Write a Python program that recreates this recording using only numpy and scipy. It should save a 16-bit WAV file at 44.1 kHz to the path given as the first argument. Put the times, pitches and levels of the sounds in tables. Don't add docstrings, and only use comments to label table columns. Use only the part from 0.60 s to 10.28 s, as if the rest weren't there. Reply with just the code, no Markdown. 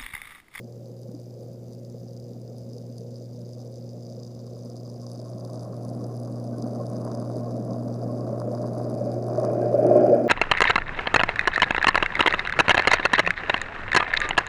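import sys
import numpy as np
from scipy import signal
from scipy.fft import rfft, irfft, next_fast_len
from scipy.io import wavfile
from scipy.ndimage import uniform_filter1d, map_coordinates

SR = 44100
rng = np.random.default_rng(int(sys.argv[2]) if len(sys.argv) > 2 else 0)


def elevation(decibels):
    levels = np.asarray(decibels, float)
    return 10 ** (levels / 20)


def transcribe(u):
    v = np.clip(np.atleast_2d(u).T, -1, 1)
    q = np.round(v * 32767).astype(np.int16)
    wavfile.write(sys.argv[1], SR, q)


N = 426888

MAINS_HZ = 59.9945
MAINS_START = 0.2
POCKET_HZ = 1075

# t/s, 2nd mains multiple level/dB, standing wave of the 4th over it level/dB
PUMP_HUM = [(0, -43, -15), (.8, -42.5, -12.5), (1.2, -42, -9), (2.5, -40, -9), (3.7, -41, -8),
            (4.4, -39, -8), (4.85, -37.5, -20.5), (5.5, -34.5, -8.5), (6.3, -34.5, -7.5), (7.2, -33.5, -5),
            (7.9, -33, -14), (9.3, -32, -9), (9.68, -38.5, 8.5)]
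# mains multiple, level/dB
WEAK_HUM = [(3, -55), (8, -58), (9, -56.5)]

# t/s, drumming on the housing level/dB
DRUMMING = [(0, -71), (2.8, -62), (3.6, -58), (4.3, -55), (5, -47.5), (5.8, -46), (6.4, -41.5),
            (7.2, -41.5), (7.7, -39.5), (8.25, -35), (8.7, -31.5), (8.9, -24.5), (9.12, -24), (9.38, -16.5),
            (9.56, -21.5), (9.68, -23)]
# f/Hz, level/dB per Hz
DRONE_COLOUR = [(20, -45.5), (43, -41.5), (65, -15), (90, -15.5), (150, -3.5), (200, -3), (270, -6.5),
                (345, -12.5), (430, -7), (505, -3), (600, -9), (967, -34), (2500, -53.5), (4000, -110)]
# f/Hz, level/dB per Hz
FLOW_COLOUR = [(12, -64.5), (20, -31), (63, -26.5), (87, -22.5), (124, -10), (144, -9), (166, -7.5),
               (228, -2.5), (339, -14), (436, -11.5), (649, -7.5), (889, -29.5), (1100, -27.5),
               (1930, -52.5), (3000, -61.5), (3900, -88.5), (6600, -120)]
# f/Hz, level/dB per Hz
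DRUM_COLOUR = [(12, -76.5), (20, -48), (65, -41), (84, -41.5), (109, -22), (161, -17.5), (223, -13),
               (271, -14), (360, -4.5), (509, -7), (593, 0), (737, -8), (916, -39), (1580, -40.5),
               (3600, -68), (4680, -92), (7920, -120)]

# place in the turn 0-1, ring level/dB, edge level/dB
CONTACTS = [
    (.14, 0, 0),
    (.42, -9, -16),
    (.645, 0, -6),
    (.83, -5, -9),
]
HARD_SHARE = [.24, .02, .08, .02]
# t/s, ring level/dB, openness of the path between the rocks level/dB
TICK_PATH = [(0, -68, -3.5), (1.6, -66, -0.5), (3, -62.5, 5.5), (3.6, -62, 1.5), (4.4, -60.5, 10.5),
             (5.3, -64, 12.5), (6.4, -60.5, 14), (7, -62.5, 12.5), (8.6, -61.5, 13.5), (9.68, -63, 12)]
# t/s, ring level/dB, edge level/dB
HARDEST_TICKS = [(0.416, -45, -51), (0.516, -43, -50), (0.5987, -41, -49), (1.133, -39, -51),
                 (1.2995, -40, -52), (1.9826, -41.5, -48), (2.1824, -37.5, -53), (2.3821, -36.5, -50),
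                 (2.933, -39, -53), (3.666, -38.5, -54), (4.0999, -36, -56), (4.5159, -33.5, -44),
                 (4.6155, -38, -47.5), (4.8493, -34.5, -43), (4.933, -36, -43), (5.0322, -38, -44),
                 (5.2497, -37, -42.5), (6.0235, -34, -46), (6.4494, -38, -38.5), (6.5492, -35, -41),
                 (6.599, -46, -43), (6.7674, -41, -43), (7.7999, -39, -42), (8.1824, -43, -42),
                 (8.2987, -39, -42), (8.5166, -37, -47), (8.799, -35, -41), (8.8492, -32, -40),
                 (9.266, -37.5, -42), (9.3656, -42, -42.5)]
# t/s, level/dB
HOUSING_SHAKE = [(0, -79), (.5, -74), (.9, -79), (3.4, -75), (3.75, -61.5), (4.25, -67), (4.5, -58),
                 (5.9, -54), (6.3, -56.5), (6.6, -46), (6.75, -59), (7.2, -50.5), (7.55, -59), (7.8, -43),
                 (8.3, -49), (8.5, -57), (8.85, -46), (9.68, -52.5)]
# f/Hz, width/Hz, level/dB
RING_MODES = [(3710, 550, -16), (4802, 660, -2.5), (5053, 390, 0), (5935, 1210, -6), (7570, 630, -22.5)]
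# f/Hz, width/Hz, level/dB
EDGE_MODES = [(7980, 380, -5.5), (8840, 320, -2.5), (9510, 690, -3.5), (10790, 1130, -4)]
# f/Hz, width/Hz, level/dB
SPARK_MODES = [(11060, 900, -8), (14800, 1500, -10)]
# f/Hz, level/dB
THUD_COLOUR = [(40, -18), (100, -21), (600, -8.5), (1080, 10), (1550, -8), (2400, -35), (3200, -35.5),
               (5000, -81.5)]
# f/Hz, width/Hz, level/dB
PANEL_MODES = [(1397, 190, 7.5), (1640, 83, 2.5), (2410, 210, -3), (3120, 350, -19)]

# t/s, level/dB, f/Hz
WATER_LUMPS = [(.493, -27, 193), (.545, -27, 294), (2.302, -29, 244), (4.752, -25.5, 204),
               (5.923, -25.5, 231), (5.985, -24.5, 261), (6.041, -18.5, 244), (6.806, -22, 242),
               (7.121, -19, 221), (7.272, -16, 233), (7.731, -21.5, 574), (8.0, -24, 570),
               (8.415, -15, 583), (8.473, -17.5, 584), (8.738, -22, 608), (8.787, -12.5, 621),
               (8.892, -12, 592), (9.025, -42.5, 1580), (5.938, -51, 1510), (9.146, -7.5, 579),
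               (9.193, -7.5, 608), (9.316, -8.5, 616), (9.362, -3.5, 598), (9.418, -9, 603),
               (9.462, -15, 312), (9.47, -58, 2760), (9.514, -7.5, 481), (9.532, -1, 577),
               (9.536, -43, 1670)]
# t/s, level/dB
GURGLES = [(4.43, -50), (4.664, -50), (5.063, -48), (5.246, -45), (5.513, -48), (5.974, -43), (6.207, -36),
           (6.82, -42), (6.865, -38.5), (7.11, -39), (7.496, -37), (7.6, -39), (7.747, -37), (8.782, -43),
           (8.915, -39), (9.357, -28.5)]
# f/Hz, level/dB per Hz
BUFFET_COLOUR = [(12, -9), (25, -1.5), (45, 4), (80, -28), (150, -76)]
# f/Hz, level/dB per Hz
HISS_COLOUR = [(800, -14), (2000, -5), (3400, -3.5), (7000, 2), (8300, -4.5), (10000, -6), (11800, -8),
               (13000, -3), (15200, -4), (15500, -28)]


def hum():
    turn = 2 * np.pi * (MAINS_HZ * np.arange(N) / SR + MAINS_START)
    second_db, standing_db = curves(PUMP_HUM)
    _, flow_db, drum_db = stream()
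    lines = [
        (4, second_db + standing_db),
        (5, summed(flow_db - 10.5, drum_db - 15.5)),
        (6, summed(-55, drum_db - 8.5)),
        (10, drum_db - 9.5),
    ] + WEAK_HUM
    total = elevation(second_db) * np.cos(2 * turn)
    for k, db in lines:
        level = elevation(db + 0.041 * k * k * wobble(6))
        phase = 0.013 * k * k * wobble(4) + rng.uniform(0, 2 * np.pi)
        total = total + level * np.cos(k * turn + phase)
    return np.sqrt(2) * total


def rotor(surge):
    ring_db, open_db = curves(TICK_PATH)
    place, ring_share, edge_share = np.transpose(CONTACTS)
    turns = np.arange(int(N / SR * MAINS_HZ))[:, None]
    jitter = 0.022 * rng.standard_normal((len(turns), len(place)))
    s = (turns + place - MAINS_START + jitter) / MAINS_HZ
    force_db = np.clip(5 * rng.standard_normal(s.shape), -12, 5)
    colour_db = (2.5 * rng.standard_normal(s.shape)).ravel()
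    ring_force = (force_db + ring_share).ravel()
    edge_force = (1.2 * force_db + edge_share).ravel()
    s = s.ravel()

    ring_hits = scrapes(s, ring_force, length=0.0055, slide_db=-31)
    edge_hits = scrapes(s, edge_force + colour_db, length=0.003, slide_db=-17.5)
    spark_hits = scrapes(s, 1.2 * ring_force + 0.4 * colour_db, length=0.003)
    ring = unit(filtered(ring_hits, modes(RING_MODES)))
    edge = unit(filtered(edge_hits, modes(EDGE_MODES)))
    spark = unit(filtered(spark_hits, modes(SPARK_MODES)))
    fade = elevation(1 - 1.1 * open_db)
    soft = elevation(ring_db) * ring + elevation(open_db - 83.5) * edge + fade * elevation(-81) * spark

    thud_hits = scrapes(s + 0.00151, ring_force - colour_db, length=0.0065)
    panel_hits = scrapes(s + 0.0015, (ring_force + colour_db) * 0.99, length=0.023)
    thud = unit(filtered(thud_hits, thud_response))
    panel = unit(filtered(panel_hits, modes(PANEL_MODES)))
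    thud_db = curves(HOUSING_SHAKE)[0] + 2.5 * wobble(7)
    body = elevation(thud_db - 5) * thud + elevation(stream()[2] - 33) * panel

    return surge * body + soft + hard_knocks(fade, thud_db)


def hard_knocks(fade, thud_db):
    s, db, bright_db = hard_ticks()
    ring_hits = spikes(s, elevation(db + 23)) + scrapes(s, db + 7, length=0.0018)
    edge_hits = spikes(s + 0.0003, elevation(bright_db + 23.5)) + scrapes(s, bright_db + 8.5, length=0.0015)
    ring = filtered(ring_hits, modes(RING_MODES))
    edge = filtered(edge_hits, modes(EDGE_MODES))
    spark = fade * filtered(scrapes(s, bright_db + 12.5, length=0.0023), modes(SPARK_MODES))
    thud = elevation(thud_db + 67.5) * filtered(spikes(s + 0.0015, elevation(db)), thud_response)
    return spark + ring + edge + thud


def hard_ticks():
    turns = np.arange(int(N / SR * MAINS_HZ))[:, None]
    shape = (len(turns), len(CONTACTS))
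    struck = rng.random(shape) < HARD_SHARE
    place, _, edge_share = np.transpose(CONTACTS)
    s = (turns + place - MAINS_START) / MAINS_HZ
    t, ring_db, open_db = np.transpose(TICK_PATH)
    db = np.interp(s, t, ring_db) + 18.5 + 3 * rng.standard_normal(shape)
    bright_db = -57 + 0.59 * np.interp(s, t, open_db) + edge_share + 3 * rng.standard_normal(shape)
    return np.hstack([np.transpose(HARDEST_TICKS), [s[struck], db[struck], bright_db[struck]]])


def water(surge):
    drone_db, flow_db, drum_db = stream()
    push = elevation(1.5 * np.cos(2 * np.pi * (MAINS_HZ * np.arange(N) / SR + 0.16)))
    drone = elevation(drone_db) * rush(DRONE_COLOUR, patchy_db=2.0)
    flow = elevation(flow_db) * rush(FLOW_COLOUR, patchy_db=1.0)
    drumming = elevation(drum_db) * rush(DRUM_COLOUR, patchy_db=1.5)
    return surge * push * (drone + flow + drumming)


def stream():
    drum_db, = curves(DRUMMING)
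    drone_db = -45.5 - 0.49 * past(drum_db, -54)
    flow_db = -32.5 - 1.49 * past(-drum_db, 43.5) - 0.12 * past(drum_db, -43.5)
    return drone_db, flow_db, drum_db


def lumps():
    out = np.zeros(N + SR)
    t = np.arange(SR // 5) / SR
    rings = WATER_LUMPS + [(s, db, POCKET_HZ) for s, db in GURGLES]
    for s, db, hz in rings:
        swell = 0.00709 * (hz / 600) ** 0.37
        start = round((s - swell) * SR)
        shape = t / swell * np.exp(1 - t / swell)
        out[start:][:len(t)] += elevation(db - 5.5) * shape * np.sin(2 * np.pi * hz * t)
    s, db, hz = np.transpose(rings)
    splash_db = db - 16.5 - 19 * (hz < 800)
    return out[:N] + filtered(scrapes(s, splash_db, length=0.025), modes(PANEL_MODES))


def buffet():
    thumps = elevation(6.5 * wobble(16)) * rush(BUFFET_COLOUR, patchy_db=5.5)
    return elevation(1.74 * curves(PUMP_HUM)[0] - 12) * unit(thumps)


def hiss():
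    return elevation(-70) * rush(HISS_COLOUR, patchy_db=1.4)


def rush(colour, patchy_db):
    z = signal.stft(rng.standard_normal(N + SR), nperseg=1024)[2]
    field = uniform_filter1d(rng.standard_normal(z.shape), size=5, axis=0)
    field = uniform_filter1d(field, size=3, axis=1)
    noise = signal.istft(z * elevation(patchy_db * unit(field)), nperseg=1024)[1][:N]
    return unit(filtered(noise, lambda hz: elevation(along(colour, hz))))


def scrapes(s, db, length, slide_db=-99):
    t = np.arange(SR // 100) / SR
    bursts = signal.oaconvolve(spikes(s, elevation(db)), elevation(-60 * t / length))[:N]
    return (bursts + elevation(slide_db)) * rng.standard_normal(N)


def spikes(s, size):
    place = np.clip(np.round(s * SR).astype(int), 0, N - 1)
    return np.bincount(place, size, N)


def modes(table):
    def response(f):
        total = 0
        for k, (centre, width, db) in enumerate(table):
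            peak = 1j * f * width / (centre * centre - f * f + 1j * f * width)
            total = total + (-1) ** k * elevation(db) * peak ** 2
        return total
    return response


def thud_response(hz):
    return elevation(along(THUD_COLOUR, hz))


def filtered(x, response):
    m = next_fast_len(N + SR // 10, True)
    return irfft(rfft(x, m) * response(np.fft.rfftfreq(m, 1 / SR)), m)[..., :N]


def wobble(rate):
    return map_coordinates(rng.standard_normal(SR // 200), [np.arange(N) * rate / SR])


def curves(rows):
    s, *columns = np.transpose(rows)
    return [np.interp(np.arange(N) / SR, s, column) for column in columns]


def along(points, hz):
    f, value = np.transpose(points)
    return np.interp(np.log(hz + 1), np.log(f + 1), value)


def past(db, knee_db):
    return 3 * np.logaddexp(0, (db - knee_db) / 3)


def summed(a_db, b_db):
    return 10 * np.log10(elevation(2 * a_db) + elevation(2 * b_db))


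def unit(x):
    return x / np.sqrt(np.mean(x ** 2) + 1e-20)


def scene():
    surge = elevation(0.79 * wobble(22))
    return (hum() + rotor(surge) + water(surge) + lumps() + buffet())[None]


def top_cut(x):
    return signal.sosfilt(signal.butter(12, 16300, fs=SR, output="sos"), x)


def record(dry):
    wet = filtered(dry + hiss(), lambda hz: hz < 15350)
    return top_cut(wet)


dry = scene()
out = record(dry)
transcribe(out)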